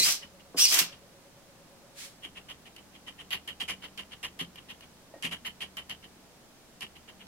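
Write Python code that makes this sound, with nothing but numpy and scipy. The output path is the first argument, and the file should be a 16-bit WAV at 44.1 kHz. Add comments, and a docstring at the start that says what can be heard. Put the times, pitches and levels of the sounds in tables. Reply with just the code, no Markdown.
"""On a workbench in a small room, a small servo drives a plastic latch out and back in two short strokes. Its
gears whine as summed partials and rasp as filtered friction; the latch grinds on its frame, snaps and knocks. A
noise swish follows near two seconds, as a throbbing hum that runs from the start stops short. Light plastic
parts scuff and tick, mostly after that and often several times a second: bursts of tiny slips ring plastic
modes, the support thuds and the bench booms, over a faint noise floor and wavering hums."""
import sys
import numpy as np
from scipy import signal
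from scipy.fft import rfft, irfft
from scipy.io import wavfile
from scipy.ndimage import uniform_filter1d

SR = 44100
rng = np.random.default_rng(int(sys.argv[2]) if len(sys.argv) > 2 else 0)


def master_out(mix):
    """Clip the mix to full scale and print it as 16-bit PCM to the path in sys.argv[1]."""
    frames = np.transpose(np.atleast_2d(mix))
    ceiling = np.clip(frames, -1, 1)
    pcm = np.round(ceiling * 32767).astype(np.int16)
    wavfile.write(sys.argv[1], SR, pcm)


N = 320594
T = np.arange(N) / SR  # time in seconds
HZ = np.fft.rfftfreq(N, 1 / SR)

# Scuffs of plastic on plastic. Each row: start in seconds, rise to the hardest rub in seconds,
# strength in dB ahead of the ring and body trims.
SCUFFS = [(.214, .022, -43.5), (0.385, .019, -56.5), (.92, 0.011, -47), (2.221, 0.03, -39),
          (2.349, 0.028, -42.5), (2.483, 0.023, -40), (2.649, .021, -49.5), (2.762, 0.026, -50),
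          (2.928, 0.031, -50.5), (3.062, .023, -40.5), (3.178, 0.03, -43), (3.305, .03, -28.5),
          (3.473, 0.017, -35.5), (3.599, 0.016, -31.5), (3.678, .021, -29.5), (3.817, 0.028, -39.5),
          (3.976, 0.019, -36.5), (4.107, 0.024, -43.5), (4.228, 0.019, -33), (4.39, 0.018, -32.5),
          (4.557, 0.028, -46), (4.682, 0.026, -41), (4.808, 0.0274, -51), (5.222, 0.031, -29.5),
          (5.309, 0.021, -33), (5.446, 0.0212, -33), (5.603, 0.021, -33.5), (5.768, 0.017, -36),
          (5.892, 0.018, -36), (6.024, 0.02, -47), (6.808, 0.019, -35), (6.951, 0.015, -49.5),
          (7.073, 0.021, -47.5), (7.191, 0.025, -49)]


def amp(db):
    """Decibels to gain."""
    return 10 ** (np.asarray(db) / 20)


def evened(x):
    """Scales to rms 1."""
    return x / np.sqrt(np.mean(x ** 2) + 1e-20)


def read(points, hz):
    """Reads a table on a log-frequency axis."""
    f, value = np.transpose(points)
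    return np.interp(np.log(hz + 1), np.log(f + 1), value)


def add(mix, s, sound):
    """Mixes a sound in at a time in seconds."""
    part = mix[..., max(round(s * SR), 0):][..., :sound.shape[-1]]
    part += sound[..., :part.shape[-1]]


def held(start, stop, attack_s, fall_db_per_s):
    """Swells to full gain at start, holds until stop, then dies away."""
    swell = np.clip(1 + (T - start) / attack_s, 0, 1) ** 2
    fall_db = -fall_db_per_s * np.maximum(T - stop, 0)
    return swell * amp(np.maximum(fall_db, -200))


def wander(rate_hz):
    """Random drift of rms 1, mostly slower than the given rate."""
    spectrum = rfft(rng.standard_normal(N))
    return evened(irfft(spectrum / (1 + (HZ / rate_hz) ** 4), N))


def colour(x, points):
    """Causal minimum-phase filter of unit energy with the given spectrum."""
    level_db = read(points, abs(np.fft.fftfreq(4096, 1 / SR)))
    log_gain = np.log(amp(np.maximum(level_db, -100)))
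    taps = np.fft.ifft(np.exp(np.conj(signal.hilbert(log_gain)))).real[:2048]
    return signal.oaconvolve(x, taps[None] / np.linalg.norm(taps), axes=1)[:, :N]


def slips(per_s):
    """Friction as random tiny slips of uneven size, with signs drawn apart for mid and side."""
    size_db = 2 * np.minimum(rng.exponential(1, N), 3)
    size = amp(size_db) * (rng.random(N) < per_s / SR)
    return evened(size * rng.choice([-1., 1.], (2, N)))


def room(x, wet_db):
    """Adds dense random reflections, each band dying at its own speed."""
    # Decay of the small room. Each row: frequency in Hz, t60 in seconds.
    decay = [(100, 0.21), (400, 0.37), (2000, 0.27), (5000, 0.28), (9000, 0.16), (16000, 0.16)]
    taps = rng.standard_normal((2, SR // 2)) * (rng.random((2, SR // 2)) < .1)
    hz, t, z = signal.stft(taps, SR, nperseg=256)
    fall = amp(-60 * t / read(decay, hz)[:, None]) * (t > .003)
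    tail = signal.istft(z * fall, SR, nperseg=256)[1]
    wet = signal.oaconvolve(x, tail / np.linalg.norm(tail[0]), axes=1)[:, :N]
    return (x + amp(wet_db) * wet) / np.sqrt(1 + amp(wet_db) ** 2)


def microphones(x):
    """Mid and side at two spaced capsules: alike in the bass, partly opposed near 5 kHz, unrelated above."""
    # Likeness of the two sides. Each row: frequency in Hz, left-right correlation.
    likeness = [(30, 0.76), (600, 0.69), (1200, 0.4), (2200, 0.16), (3500, -0.15), (4500, -0.2),
                (6000, -0.17), (9000, -0.0042), (16000, -0.041)]
    # Tilt between the sides. Each row: frequency in Hz, left minus right in dB.
    balance = [(100, 0), (2000, -.4), (5000, -1), (12000, -2.2)]
    same = np.clip(read(likeness, HZ), -.99, .99)
    mid, side = rfft(x)
    mid = mid * np.sqrt((1 + same) / 2)
    side = side * np.sqrt((1 - same) / 2)
    lean = amp(read(balance, HZ) / 2)
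    return irfft(np.array([(mid + side) * lean, (mid - side) / lean]), N)


def background(floor_db=-56.5):
    """Room air and microphone hiss as coloured noise, with faint wavering sine hums."""
    # Colour of the noise floor. Each row: frequency in Hz, relative level in dB.
    floor_colour = [(20, -5), (50, -18), (90, -6.5), (125, -2.5), (160, -0.5), (240, -3.5), (440, -6),
                    (600, -6), (1000, -10.5), (2200, -15), (5600, -16.5), (10000, -21.5), (16000, -26)]
    # Hums of the workshop. Each row: start in seconds, end in seconds, pitch in Hz, level in dB,
    # unsteadiness as a share of the tone.
    hums = [(0, 7.5, 48.4, -73.5, .05), (0, 7.5, 121, -82, .3), (2.15, 7.5, 234, -71, 0.5),
            (2.15, 6.7, 286, -71, 0.32)]
    out = amp(floor_db) * colour(rng.standard_normal((2, N)), floor_colour)
    for start, stop, hz, db, unsteady in hums:
        on = uniform_filter1d(1. 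* ((T >= start) & (T < stop)), size=2000)
        waver = 1 + unsteady * (wander(16.0) + 1j * wander(14.0))  # level and phase
        tone = waver * np.exp(2j * np.pi * hz * T)
        out[0] += amp(db) * on * evened(tone.real)
    return out


def throbbing_hum(hz=531, lift_hz=34, base_db=-71, swell_db=13):
    """A distant machine whose tone swells and lifts in pitch once in every turn."""
    turn_s, peak_at_s, end_s = .115, 1.04, 2.12
    swell = np.exp(2 * (np.cos(2 * np.pi * (T - peak_at_s) / turn_s) - 1))
    tone = np.sqrt(2) * np.sin(2 * np.pi * np.cumsum(hz + lift_hz * swell) / SR)
    on = np.clip((end_s - T) / 0.037, 0, 1)
    return np.array([amp(base_db + swell_db * swell) * tone * on, np.zeros(N)])


def bench(follow=0.31, rise_s=0.024):
    """Low modes that build up slowly from each hardest rub, a little louder for harder scuffs."""
    # Boom of the bench. Each row: frequency in Hz, level in dB for a scuff of mean strength, t60 in seconds.
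    bench_modes = [(75.4, -56.5, 0.54), (190, -58, 0.85)]
    out, t = np.zeros((2, N)), np.arange(SR // 2) / SR
    usual_db = np.mean([row[2] for row in SCUFFS])
    for s, delay, rub_db in SCUFFS:
        boom = sum(amp(db - 60 * t / t60) * np.sin(2 * np.pi * (hz * t + rng.random()))
                   for hz, db, t60 in bench_modes)
        gain = amp(follow * (rub_db - usual_db))
        add(out[0], s + delay, gain * boom * (1 - np.exp(-t / rise_s)))
    return out


def swish(full_from_s=1.992, full_to_s=2.052, level_db=-43.5, rise_s=0.058, fall_db_per_s=240):
    """A smooth hiss of coloured noise that swells and fades."""
    # Colour of the hiss. Each row: frequency in Hz, relative level in dB.
    swish_colour = [(410, -45.5), (700, -18), (921, -16), (1840, -5.5), (2270, -4.5), (4550, -2.5),
                    (4860, -5.5), (5390, -4), (9350, -7.5), (16000, -19)]
    level = amp(level_db) * held(full_from_s, full_to_s, rise_s, fall_db_per_s)
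    return level * colour(rng.standard_normal((2, N)), swish_colour)


def scuffs(tick_s=0.0035, tick_fizz_db=-3, thud_lag_s=0.014, thud_s=0.012, ring_db=-3.0, body_db=-4.0,
           release=1.08, rebound_s=0.0393, rebound_db=-13, rebound_length_s=0.0024, spot_db=0.5,
           detune=0.014, judder_db=0.9, contact_s=0.004):
    """A touch may tick, the rub swells and dies in ringing plastic, the support thuds, the part brushes again."""
    # Ticks, where the parts meet edge on. Each row: time in seconds, level in dB ahead of the trims.
    edge_ticks = [(2.763, -42), (3.306, -35.5), (3.476, -36), (3.6, -37), (3.976, -40), (4.229, -39),
                  (4.39, -39.5), (4.556, -39), (4.808, -46), (5.224, -33.5), (5.769, -35), (5.896, -35),
                  (6.807, -35)]
    # Colours of the plastic body, the fizz and the thud. Each row: frequency in Hz, relative level in dB.
    plastic_colour = [(290, -69), (500, -36.5), (759, -14), (883, -21), (980, -10.5), (1520, -20),
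                      (1830, -6), (2570, -12.5), (2850, 2.5), (3160, -5), (3390, -12), (3990, -15),
                      (4280, -21), (8000, -30.5), (10400, -20.5), (17600, -120)]
    fizz_colour = [(3500, -8), (4500, 6.5), (5800, -0.5), (7000, 1), (8800, -5), (10500, 1), (13000, -2.5),
                   (14500, -32), (16000, -31)]
    thud_colour = [(50, -16), (80, -15), (120, -8.5), (200, -1.5), (350, -8), (600, -13), (1200, -12),
                   (2500, -34)]
    # Ring of the plastic. Each row: frequency in Hz, relative level in dB, t60 in seconds ahead of the cap.
    plastic_modes = [(2205, -2.5, 0.004), (2460, -11.5, 0.011), (2856, -16, 0.019), (2942, -1.5, 0.008),
                     (3160, -7, 0.035), (3140, -6.5, 0.036)]
    longest_ring_s = .025  # cap on every t60
    # a firm scuff: its strength, the time scale of its swell, and its fizz and thud levels
    firm_db, firm_length_s, firm_fizz_db, firm_thud_db = -31, 0.0085, -44.5, -49
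    # harder ones last longer, fizz much more and thud a little more: growth in dB per dB of strength
    length_growth, fizz_growth, thud_growth = 0.17, 1.55, 0.66

    rub, fizz, thud, ticks = np.zeros((4, N))
    rung, t = np.zeros((2, N)), np.arange(SR // 6) / SR
    grain = slips(per_s=3400)
    judder = amp(judder_db * wander(156))  # the parts stick and slip as they rub
    for s, db in edge_ticks:
        add(ticks, s, amp(db) * np.exp(-t / tick_s))
    for s, rise_s, rub_db in SCUFFS:
        harder_db = rub_db - firm_db
        now = (round(s * SR) + np.arange(len(t))) % N
        past = (t - rise_s) / (firm_length_s * amp(length_growth * harder_db))
        steepness = np.where(past > 0, release, 1)
        hump = 1 / np.sqrt(np.cosh(np.minimum(abs(past) * steepness, 40)))
        swell = np.minimum(t / contact_s, 1) * judder[now] * hump
        rebound = amp(rebound_db) * np.exp(-((t - rise_s - rebound_s) / rebound_length_s) ** 2)
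        touch = ticks[now] * (t < rise_s)
        force = np.hypot(amp(rub_db) * np.hypot(swell, rebound), touch)
        add(rub, s, force)
        rub_fizz = amp(firm_fizz_db + fizz_growth * harder_db) * swell
        add(fizz, s, np.hypot(rub_fizz, amp(tick_fizz_db) * touch))
        thud_gain = amp(firm_thud_db + thud_growth * harder_db)
        add(thud, s, thud_gain / np.cosh((t - rise_s - thud_lag_s) / thud_s))
        # each spot of contact shifts the modes together and shares the same energy differently among them
        shift = 1 + detune * rng.standard_normal()
        ring = 0
        for hz, db, t60 in plastic_modes:
            fall_db = 60 * t / min(t60, longest_ring_s)
            gain = amp(db + spot_db * rng.standard_normal() - fall_db)
            ring = ring + gain * np.sin(2 * np.pi * (shift * hz * t + rng.random((2, 1))))
        sound = signal.fftconvolve(grain[:, now] * force, ring, axes=1)
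        add(rung, s, sound * np.linalg.norm(force) / np.linalg.norm(sound, axis=1, keepdims=True))
    low = colour(thud * rng.standard_normal((2, N)), thud_colour)
    body = colour(slips(per_s=3000) * rub, plastic_colour)
    return amp(ring_db) * rung + amp(body_db) * body + colour(grain * fizz, fizz_colour) + low


def knocks(blows, modes, rattle=0.35):
    """Blows ring low modes, centred, each in a diffuse noise smear; hard blows favour the upper modes."""
    out, t = np.zeros((2, N)), np.arange(SR // 3) / SR
    for s, blow_db, hardness in blows:
        for k, (hz, db, t60) in enumerate(modes):
            band = signal.butter(3, [hz * .7, hz * 1.5], "band", fs=SR, output="sos")
            tilt_db = hardness * np.log2(hz / modes[0][0])
            onset = (1 - np.exp(-2 * t * hz)) ** 2
            fall = amp(blow_db + db + tilt_db - 60 * t / t60) * onset
            smear = evened(signal.sosfilt(band, rng.standard_normal((2, len(t)))))
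            add(out, s, fall * rattle * smear)
            add(out[0], s, (-1) ** k * fall * np.sin(2 * np.pi * hz * t))
    return out


def snaps(rise_s=0.0012):
    """The latch catches once on its way, then snaps home: dense bright slips that die away."""
    # Snaps of the latch. Each row: time in seconds, level in dB ahead of the rise, t60 in seconds.
    latch_snaps = [(.74, -17.5, 0.073), (0.788, -12, 0.064)]
    # Colour of the rattle. Each row: frequency in Hz, relative level in dB.
    snap_colour = [(300, -33), (1200, -6.5), (2700, 3.5), (4000, 4.5), (6000, 6), (9000, -3), (13000, 4.5),
                   (15000, -6), (16000, -17)]
    force, t = np.zeros(N), np.arange(SR // 5) / SR
    for s, db, t60 in latch_snaps:
        add(force, s, amp(db - 60 * t / t60) * (1 - np.exp(-t / rise_s)))
    return colour(force * slips(per_s=16000), snap_colour)


def servo(jitter=0.022, flutter=0.16, chatter_db=1.0, wobble=0.41, idler_db=-12):
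    """Gear teeth sing at the mesh rate and rasp in their case; the latch grinds; load smothers the whine."""
    # The two powered strokes, a list each. Each row: time in seconds, gear mesh rate in Hz, effort in dB.
    strokes = [
        [(0, 2157, 2.5), (.012, 2007, -5.5), (.028, 2014, -2.5), (.034, 2223, -0.5), (.052, 2620, -1),
         (.1, 2386, -3), (.12, 2400, -2)],
        [(.588, 2473, -2.5), (.622, 2886, 2), (.645, 2870, -2.5), (.655, 2520, 1.5), (.669, 2030, -6),
         (.676, 2504, -6.5), (.698, 2470, -4), (.73, 2600, 0), (.775, 2500, -14), (.8, 2190, -5.5)],
    ]
    # Partials of the whine. Each row: multiple of the mesh rate, relative level in dB.
    partials = [(1, -13), (2, 0), (3, -12), (4, -22), (5, -18)]
    # Colours of the gear case and of the latch on its frame. Each row: frequency in Hz, relative level in dB.
    rasp_colour = [(300, -30), (1700, -23), (2100, -18.5), (3200, -10), (4000, -8), (5000, -5),
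                   (5800, -3.5), (7300, -9.5), (8400, -9.5), (10400, -13.5), (14500, -16), (16000, -21)]
    grind_colour = [(71, -47.5), (120, -39), (385, -6.5), (473, -19.5), (684, -7), (805, -13), (1160, -4.5),
                    (1400, -5), (3110, 1.5), (4140, -10.5), (5630, -2), (12800, -9), (16000, -12)]
    # The latch drags on its frame. Each row: start in seconds, end in seconds, level in dB.
    drags = [(0.06, 0.092, -26.5), (0.583, 0.591, -28.5), (0.723, 0.806, -25)]
    # The gear teeth bite and the whine flares. Each row: time in seconds, lift in dB.
    bites = [(0.035, 2), (0.042, 3.5), (0.642, 6.5), (.646, 5), (0.655, 2.5)]
    bite_s = 0.0027
    rasp_db, whine_db_at_rest = -23, -21.8  # at an effort of 0 dB
    spin_up_s, coast_db_per_s = .027, 360
    loaded_from_s, whine_fade_db_per_s = [.032, .682], 300  # the whine fades once the gears take the load
    case_hz, case_width_hz, case_db = 2930, 41, -8  # the case rings when the whine passes this pitch
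    drag_grip_s, drag_release_db_per_s = 0.023, 450
    shaft_teeth, idler_ratio = 11, 1.21

    rasp = colour(slips(per_s=9200), rasp_colour) * amp(chatter_db * wander(240))
    grind = colour(slips(per_s=9000), grind_colour)
    sway = 1 + jitter * wander(390)  # of the pitch
    flicker = 1 + flutter * wander(380)  # of the level
    lag = np.array([[0], [np.pi / 2]])  # side trails mid: the whine reaches the right capsule first
    bite_db = sum(db / (1 + ((T - s) / bite_s) ** 4) for s, db in bites)
    case = signal.iirpeak(case_hz, case_hz / case_width_hz, fs=SR)
    out = grind * sum(amp(db) * held(start, stop, drag_grip_s, drag_release_db_per_s)
                      for start, stop, db in drags)
    for rows, loaded_s in zip(strokes, loaded_from_s):
        s, hz, effort_db = np.transpose(rows)
        power = amp(np.interp(T, s, effort_db)) * held(s[0], s[-1], spin_up_s, coast_db_per_s)
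        on = power > 1e-4
        meshes = np.cumsum(np.interp(T[on], s, hz) * sway[on]) / SR  # teeth passed so far
        pinion = sum(amp(db) * np.cos(2 * np.pi * k * meshes - lag) for k, db in partials)
        idler = amp(idler_db) * np.cos(2 * np.pi * idler_ratio * meshes - lag) * wander(100)[on]
        # the pinion runs off centre and presses harder once a turn
        press = 1 + wobble * np.cos(2 * np.pi * meshes / shaft_teeth)
        fade_db = whine_fade_db_per_s * np.maximum(T[on] - loaded_s, 0)
        whine_db = whine_db_at_rest + bite_db[on] - fade_db
        whine = amp(whine_db) * evened((pinion + idler) * press) * flicker[on]
        whine = whine + amp(case_db) * signal.lfilter(*case, whine)
        out[:, on] += power[on] * (whine + amp(rasp_db) * rasp[:, on])
    return out


def scene():
    """Everything on the bench, in the room, at the two capsules."""
    # Dull knocks of the frame, then a hollow plastic part that is bumped and settles.
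    # Each row: time in seconds, level in dB, hardness in dB per octave above the lowest mode.
    frame_knocks = [(.001, -40.5, 6), (.07, -41.5, -17), (.544, -38.5, 7.5), (.554, -44.5, 7),
                    (.812, -35, -4), (4.41, -32, -4), (5.243, -31.5, -4), (5.272, -45, -3)]
    hollow_bumps = [(5.138, -54, 5), (5.155, -43, -21)]
    # Modes of the frame and of the hollow part. Each row: frequency in Hz, relative level in dB, t60 in seconds.
    frame_modes = [(171.4, -2, 0.19), (266, -4, 0.066), (382, -5, 0.065), (469, -7.5, 0.064),
                   (692, -13, 0.038), (1100, -24.5, 0.044)]
    hollow_modes = [(316, 0.5, 0.084), (552, 5, 0.23), (656, 9.5, .06), (1866, -12.5, 0.21)]
    blows = knocks(frame_knocks, frame_modes) + knocks(hollow_bumps, hollow_modes)
    near = room(servo() + snaps(), wet_db=-9.0)
    near = near + room(blows, wet_db=-8.5)
    near = near + room(scuffs(), wet_db=-24.5)
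    return microphones(near + bench() + swish() + throbbing_hum() + background())


def record(dry, edge_hz=15900):
    """The recorder's band limit: a steep low-pass."""
    taps = signal.firwin(511, edge_hz, window=("kaiser", 9), fs=SR)
    return signal.oaconvolve(dry, taps[None], "same")


dry = scene()
out = record(dry)
master_out(out)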